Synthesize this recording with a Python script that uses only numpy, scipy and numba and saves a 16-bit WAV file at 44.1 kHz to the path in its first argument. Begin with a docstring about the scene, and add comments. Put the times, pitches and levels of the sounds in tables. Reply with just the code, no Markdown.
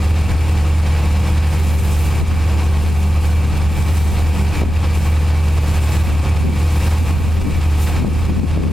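"""A trailer is hosed down with a pressure washer in an open yard.
From the start its engine and pump run as steady shaft tones, clatter and roar, beside a deep wavering drone.
The jet drums on wheels and panels as droplet impacts, and throws a hissing mist as the wand sweeps.
Filtered noise makes the gusts that ruffle the microphone more and more; dull pops join in from 0.35 s.
Throughout, the recorder's fast gain control lifts the hiss when the drone fades and ducks it under gusts."""
import sys
import numpy as np
from scipy import signal
from scipy.fft import rfft, irfft
from scipy.io import wavfile
from numba import njit

SR = 44100
rng = np.random.default_rng(int(sys.argv[2]) if len(sys.argv) > 2 else 0)


def dump_mix(stems):
    """Bounce the given channels to the path in sys.argv[1] as a 16-bit WAV at rate SR."""
    frames = np.atleast_2d(stems).T  # one column per channel
    limited = np.clip(frames, -1, 1)  # hard clip at full scale
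    pcm = np.round(limited * 32767).astype(np.int16)
    wavfile.write(sys.argv[1], SR, pcm)


N = 384552  # length in samples
TIME = np.arange(N) / SR  # seconds
COARSE_TIME = TIME[::64]  # enough points for slow curves
FREQS = np.maximum(np.fft.rfftfreq(N, 1 / SR), 1)  # Hz, kept above zero for the logarithm
SIDES = np.array([[1], [-1]])  # left and right, with opposite signs
# All levels in the tables and settings are those before the gain control.


def undb(db):
    """Turn decibels into a gain."""
    return 10 ** (np.asarray(db) / 20)


def unit(x):
    """Scale a sound to an rms level of 1."""
    return x / np.sqrt(np.mean(x ** 2))


def lean(db):
    """Gains for left and right that make the left louder than the right by db."""
    return undb(SIDES * db / 2)


def curves(table):
    """Join the points of a timed table by straight lines, one curve for each column after the time."""
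    time_s, *columns = np.transpose(table)
    return [np.interp(TIME, time_s, column) for column in columns]


def swells(table):
    """Add up bell-shaped swells, each with a middle_s, a length_s at half height and a size."""
    total = 0
    for middle_s, length_s, size in table:
        total = total + size * .5 ** np.minimum((2 * (COARSE_TIME - middle_s) / length_s) ** 2, 20)
    return np.interp(TIME, COARSE_TIME, total)


def noise():
    """White noise: equally strong at every pitch."""
    return rng.standard_normal(N)


def walk(rate_hz):
    """Smooth random wandering of spread 1, moving up to about rate_hz times a second."""
    count = len(COARSE_TIME)
    slow = np.exp(-(np.fft.rfftfreq(count, COARSE_TIME[1]) / rate_hz) ** 2)
    wander = irfft(rfft(rng.standard_normal(count)) * slow, count)
    return np.interp(TIME, COARSE_TIME, unit(wander))


def shape(x, spectrum):
    """Filter a sound by a spectrum whose points are joined on a log-frequency axis."""
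    hz, db = np.transpose(spectrum)
    gain_db = np.interp(np.log(FREQS), np.log(hz), db)
    return irfft(rfft(x) * undb(gain_db), N)


def ring(x, modes):
    """Let a sound drive resonances, each with its own pitch_hz, width_hz and level_db."""
    drive = rfft(x)
    total = 0
    for pitch_hz, width_hz, level_db in modes:
        response = 1 / (1 + 1j * (FREQS - pitch_hz ** 2 / FREQS) / width_hz)
        total = total + undb(level_db) * unit(irfft(drive * response, N))
    return total


def tones(turns, orders, waver_db, smear):
    """Multiples of a shaft's rotation; moving air makes each waver, the high ones most."""
    total = 0
    for order, level_db in orders:
        turn = order * turns + rng.random()
        phase = 2 * np.pi * turn + smear * np.sqrt(order) * walk(2.9)
        total = total + undb(level_db + waver_db * walk(4.9)) * np.sqrt(2) * np.sin(phase)
    return total


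def clatter(turns, size=1500):
    """Valves, pistons and belts knock out the same ragged pattern on every turn of a shaft."""
    pattern = rng.standard_normal(size)
    place = (turns + 0.0019 * walk(8.7)) % 1 * size  # the timing wavers a little
    return np.interp(place, np.arange(size), pattern)


# engine speed: time_s, shaft_turns_per_second
ENGINE_SPEED = [(0.0, 29.5), (0.98, 29.31), (1.35, 29.66), (2.13, 29.38), (4.07, 29.5), (4.35, 29.72),
                (4.61, 29.47), (4.98, 29.62), (5.33, 29.25), (6.76, 29.4), (7.07, 29.7), (7.32, 29.28),
                (7.95, 29.6), (8.3, 29.13)]
# engine tones: multiple_of_shaft_rate, relative_level_db
ENGINE_TONES = [(1, -33.5), (2, -34.5), (3, -36), (4, -32.5), (5, -32), (6, -41.5), (8, -51.5), (10, -41.5),
                (11, -42), (16, -48), (25, -53), (26, -47.5), (29, -46), (30, -52), (32, -47.5),
                (39, -52.5), (40, -53)]
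# pump tones: multiple_of_pump_shaft_rate, relative_level_db
PUMP_TONES = [(5, -43.5), (8, -44.5), (10, -34), (11, -55), (20, -44), (25, -46), (28, -56.5), (55, -52.5)]
# colour of the clatter: pitch_hz, relative_level_db
CLATTER_SPECTRUM = [(150, -28), (340, -5), (550, 15), (620, -2.5), (740, -10.5), (1150, 2.5), (1450, -0.5),
                    (2600, -3), (4500, -20), (8000, -38)]
# ringing of the engine casing: pitch_hz, width_hz, level_db
CASING_RINGS = [(718.4, 16.5, -46.5), (1091, 7, -49.5), (1161, 9, -52), (1249, 25, -49.5), (1596, 27, -55),
                (1705, 18, -64), (1825, 13, -90), (2322, 48, -48.5), (2505, 79, -45.5), (2702, 21, -51)]
# colour of the low roar: pitch_hz, relative_level_db
ROAR_SPECTRUM = [(30, -3), (65, -3.5), (98, 1), (135, -9.5), (250, -12.5), (370, -19), (520, -21),
                 (620, -28), (760, -35), (1400, -34.5), (4000, -67)]


def machine(whine_db=-47.5, clatter_db=-43.0, roar_db=-29, knock=0.18, tones_db=-0.1):
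    """Engine and belt-driven pump: shaft tones, a thin whine, clatter, a ringing casing and a low roar."""
    turns = np.cumsum(curves(ENGINE_SPEED)[0]) / SR
    pump_turns = turns * 2 / 3
    engine_tones = tones(turns, ENGINE_TONES, waver_db=1.5, smear=0.046)
    pump_tones = tones(pump_turns, PUMP_TONES, waver_db=2.5, smear=0.044)
    whine = tones(turns * 78.8, [(1, whine_db)], waver_db=2.5, smear=0.6856)
    rattle = undb(clatter_db) * unit(shape(clatter(turns) + clatter(pump_turns), CLATTER_SPECTRUM))
    # the noisy parts pulse five times per turn of the shaft
    knocks = 1 + knock * np.cos(2 * np.pi * turns * 5)
    casing = ring(noise() * knocks, CASING_RINGS)
    roar = undb(roar_db + 0.53 * walk(13)) * unit(shape(noise() * knocks, ROAR_SPECTRUM))
    return undb(tones_db) * (engine_tones + pump_tones) + whine + casing + rattle + roar


# deep fades of the drone: middle_s, length_s (at half depth), depth_db
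DRONE_FADES = [(.02, 0.069, 3.5), (.3, 0.045, 7), (.85, 0.046, 4), (1.03, 0.061, 6.5), (1.27, 0.077, 6),
               (1.55, 0.05, 4.5), (2.06, 0.04, 8), (2.16, 0.058, 6.5), (2.63, .06, 2), (3.54, 0.1, 5.5),
               (3.76, 0.056, 7), (4.15, 0.063, 7), (4.36, 0.059, 4.5), (4.56, 0.063, 11),
               (4.82, 0.066, 4.5), (5.02, 0.09, 3), (5.74, .08, 3.5), (5.93, 0.085, 4.5), (6.08, 0.033, 6),
               (6.25, 0.072, 6), (6.57, 0.064, 7), (6.7, .08, 3), (6.85, 0.1, 5), (7.07, 0.058, 3.5),
               (7.51, 0.12, 5.5), (7.92, 0.095, 4.5), (8.4, 0.042, 0)]


def drone(pitch_hz=78.55, level_db=-14.5, wobble=0.26, wander_hz=0.746, throb_db=1.03):
    """The machine's nearly pure low note throbs unevenly in level and phase, and now and then fades deeply."""
    hz = pitch_hz + wander_hz * walk(2.58)
    phase = 2 * np.pi * np.cumsum(hz) / SR + wobble * walk(21)
    loudness_db = level_db + throb_db * walk(27) - swells(DRONE_FADES)
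    return undb(loudness_db) * np.sqrt(2) * np.sin(phase)


def drops(rate, spread_db):
    """Impacts of droplets, about rate of them a second, of very uneven size."""
    hit = rng.random(N) < rate / SR
    size_db = spread_db * np.minimum(rng.exponential(size=N), 4)
    return unit(hit * noise() * undb(size_db))


# stereo width of the water sound: pitch_hz, side_minus_mid_db
WATER_WIDTH = [(200, -23), (700, -19), (2400, -14.5), (4500, -23), (5300, -11), (6000, -0.5), (7500, -14),
               (11000, -6), (15000, -5)]


def water(spectrum, level_db, rate, spread_db, flicker_db):
    """A cloud of droplet impacts over smooth hiss; the jet sputters, and its treble spreads wide."""
    mid = unit(shape(drops(rate, spread_db) + noise(), spectrum))
    side = unit(shape(drops(rate, spread_db) + noise(), spectrum))
    return undb(level_db + flicker_db * walk(31)) * (mid + SIDES * shape(side, WATER_WIDTH))


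def glance(x, lag_ms=0.706, sweep=.4, echo=0.25):
    """The nearby panel reflects the jet; the lag changes as the wand moves and sweeps the colour."""
    lag = lag_ms * np.exp(sweep * walk(1.38))
    place = np.arange(N) - lag * SR / 1000
    reflection = np.array([np.interp(place, np.arange(N), channel) for channel in x])
    return (x + echo * reflection) / np.hypot(1, echo)


def wheels(x, share=0.31, spread_s=.012, count=24):
    """Rims, axles and ground scatter the spray sound into a short cluster of echoes."""
    lags_s = rng.uniform(.001, spread_s, count)
    sizes = rng.standard_normal(count)
    response = np.zeros(N)
    response[np.round(lags_s * SR).astype(int)] = share * sizes / np.linalg.norm(sizes)
    echoes = irfft(rfft(x) * rfft(response), N)
    return (x + echoes) / np.hypot(1, share)


# faint whistles of the nozzle: pitch_hz, width_hz, relative_level_db
NOZZLE_WHISTLES = [(7140, 100, -55), (8600, 42, -58), (9370, 100, -57), (11800, 80, -65), (12750, 80, -64)]


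def nozzle(start_db=3.0, fade_db_per_s=-.5):
    """Narrow resonances whistle in the jet, separately left and right, fading as the wand turns away."""
    whistles = np.array([ring(noise(), NOZZLE_WHISTLES) for _ in range(2)])
    return whistles * undb(start_db + fade_db_per_s * TIME)


# mist thrown as the wand sweeps: time_s, amount_db (multiplied by the growth settings of jet)
WAND_SWEEP = [(0, -2), (.72, -2.5), (1.38, -2.5), (1.68, 3.5), (2.04, 5.5), (2.16, 0), (2.71, -2.5),
              (2.95, 2), (3.19, -2), (3.25, 3), (3.49, -4), (3.97, 5), (4.15, 0), (4.87, -2.5), (4.99, 2),
              (5.29, -3), (5.59, 0.5), (5.95, 3.5), (6.28, -4), (6.8, 2), (7.76, -1.5), (7.82, 9.5),
              (7.94, 0), (8.72, -4)]
# how hard the jet strikes the trailer: time_s, splash_level_db
JET_STRIKE = [(0, -33.5), (1.7, -34.5), (2.15, -33.5), (2.35, -34.5), (3.35, -35.5), (3.9, -34), (5.5, -35),
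              (5.93, -33), (6.4, -35.5), (6.85, -34), (7.25, -35.5), (7.9, -34.5), (8.72, -34)]
# colours of the splash, the mist and the finest fizz: pitch_hz, relative_level_db
SPLASH_SPECTRUM = [(200, 1), (500, 0), (630, 2), (760, 3), (1150, 0), (1430, -3), (1900, -2.5),
                   (2600, -3.5), (3100, -7), (5000, -9.5), (6300, -17.5), (9000, -21), (15000, -49)]
MIST_SPECTRUM = [(1000, -9), (3000, 1.5), (5000, -0.5), (6200, -1), (7800, 2), (10000, -1.5), (12000, -8.5),
                 (15500, -18)]
FIZZ_SPECTRUM = [(4000, -28), (8000, -12), (10500, -1), (12500, 1), (15500, -3.5)]


def jet(mist_db=-43.0, fizz_db=-49, mist_growth=0.83, fizz_growth=1.3, hiss_lean_db=-1.0):
    """The jet splashes on the trailer; where it throws more mist, the finest fizz grows fastest."""
    sweep_db, = curves(WAND_SWEEP)
    splash_db, = curves(JET_STRIKE)
    mist_level_db = mist_db + mist_growth * sweep_db
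    fizz_level_db = fizz_db + fizz_growth * sweep_db
    splash = water(SPLASH_SPECTRUM, splash_db, rate=5000, spread_db=2.5, flicker_db=1.46)
    mist = water(MIST_SPECTRUM, mist_level_db, rate=7000, spread_db=1.0, flicker_db=1.3)
    fizz = water(FIZZ_SPECTRUM, fizz_level_db, rate=7800, spread_db=4.5, flicker_db=0.7)
    hiss = glance(mist + fizz) * lean(hiss_lean_db)
    return wheels(splash + hiss) + nozzle()


# the breeze between gusts: time_s, relative_strength_db
BREEZE_STRENGTH = [(0, -7), (1.35, -5.5), (1.7, -0.5), (2.4, 0), (3.25, -1.5), (3.8, 2), (4.5, 1),
                   (5.3, -3), (6.3, -3.5), (6.85, -7.5), (7.15, 3.5), (7.8, -2), (8.1, 4.5), (8.72, 6)]
# gusts: middle_s, length_s (at half height), rise_above_breeze_db, extra_turbulence_db
WIND_GUSTS = [(0.335, 0.18, 9, -10), (.61, .09, 5, -4), (1.783, .06, 6, -21), (2.229, 0.047, 11.5, -7),
              (2.34, .08, 6, -2), (2.92, 0.12, 8.5, -5.5), (4.68, 0.1, 6.5, 4.5), (6.12, 0.094, 6, 5),
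              (6.482, 0.17, 8.5, 12.5), (7.014, 0.044, 5, 3), (7.227, 0.17, 4, -3), (7.46, .16, 5.5, 7.5),
              (7.592, 0.039, 7, -3.5), (8.048, 0.14, 4.5, 8), (8.293, 0.11, 2, 3), (8.41, 0.1, 2.5, 6.5),
              (8.607, 0.1, 2.5, 5.5), (8.702, 0.081, 2, 2.5)]
# colours of the rumble, the flutter and the small eddies: pitch_hz, relative_level_db
RUMBLE_SPECTRUM = [(10, -16), (25, 0.5), (42, 3.5), (110, -0.5), (160, -7.5), (250, -29), (500, -37),
                   (1500, -75)]
FLUTTER_SPECTRUM = [(60, -52), (150, 3), (240, 1), (400, -12), (600, -24), (900, -29), (1500, -40),
                    (4000, -66)]
EDDY_SPECTRUM = [(100, -2), (190, 6.5), (320, 1), (550, -4), (800, -32), (1400, -50), (4000, -67)]


def wind(rumble_db=-27, flutter_db=-39.0, eddy_db=-55, push_db=-29, lean_db=3,
         flutter_growth=1.95, eddy_growth=3.11, push_growth=1.2):  # growth: dB per dB of wind strength
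    """Gusts hit each microphone port separately; the strongest break into small, brighter eddies."""
    rises = [(middle, length, rise) for middle, length, rise, _ in WIND_GUSTS]
    churns = [(middle, length, churn) for middle, length, _, churn in WIND_GUSTS]
    strength_db = curves(BREEZE_STRENGTH)[0] + swells(rises)
    churn_db = swells(churns)
    ports = []
    for _ in range(2):
        rumble_level_db = rumble_db + strength_db + 0.4 * walk(17)
        flutter_level_db = flutter_db + flutter_growth * strength_db + churn_db + 2.0 * walk(34.07)
        eddy_level_db = eddy_db + eddy_growth * strength_db + churn_db
        rumble = undb(rumble_level_db) * unit(shape(noise(), RUMBLE_SPECTRUM))
        flutter = undb(flutter_level_db) * unit(shape(drops(450, 1.7), FLUTTER_SPECTRUM))
        eddies = undb(eddy_level_db) * unit(shape(drops(500, 1.5), EDDY_SPECTRUM))
        ports.append(rumble + flutter + eddies)
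    # the steady push is too slow to hear, but it drives the gain control
    push = undb(push_db + push_growth * strength_db)
    return np.array(ports) * lean(lean_db) + push


# hard buffets of wind: peak_time_s, thump_peak_db (before leaning left)
WIND_BUFFETS = [(.354, -19), (2.221, -12), (4.619, -6), (4.635, -3.5), (4.638, -7), (7.417, -13),
                (8.048, -1), (8.296, -12), (8.576, -0.5)]


def buffets(thump_s=0.0007, lean_db=4):
    """Each buffet of wind is a dull pop of pressure, harder on the windward port."""
    pops = 0
    for peak_s, peak_db in WIND_BUFFETS:
        pops = pops + undb(peak_db) / (1 + ((TIME - peak_s) / thump_s) ** 2) ** 2
    return pops * lean(lean_db)


@njit
def follow(size, attack_s, release_s):
    """Envelope that rises fast with the peaks and sinks slowly."""
    envelope = np.empty(len(size))
    level = size[:1024].max()
    for i in range(len(size)):
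        reaction_s = attack_s if size[i] > level else release_s
        level += (size[i] - level) / (SR * reaction_s)
        envelope[i] = level
    return envelope


def gain_control(x, target_db=-9.5, slope=0.97, attack_s=0.0015, release_s=0.047):
    """One fast gain for both channels that holds the peaks near a set level."""
    loudest = np.abs(x).max(axis=0)
    return (undb(target_db) / follow(loudest, attack_s, release_s)) ** slope


def scene():
    """Add the machine, its drone and the spray to the wind at the microphone."""
    return machine() + drone() * lean(-.4) + jet() + wind() + buffets()


def record(dry, rumble_cut_hz=18, top_hz=15750, ease_s=.002):
    """The gain control pumps, the deepest rumble is shed, the ends are eased and the top is cut off."""
    highpass = signal.butter(1, rumble_cut_hz, "highpass", fs=SR, output="sos")
    lowpass = signal.ellip(10, .1, 80, top_hz, fs=SR, output="sos")
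    # the gain listens to the sound before the rumble is shed
    out = signal.sosfilt(highpass, dry) * gain_control(dry)
    ends = np.minimum(np.minimum(TIME, TIME[-1] - TIME) / ease_s, 1)
    return signal.sosfilt(lowpass, out * ends)


dry = scene()
out = record(dry)
dump_mix(out)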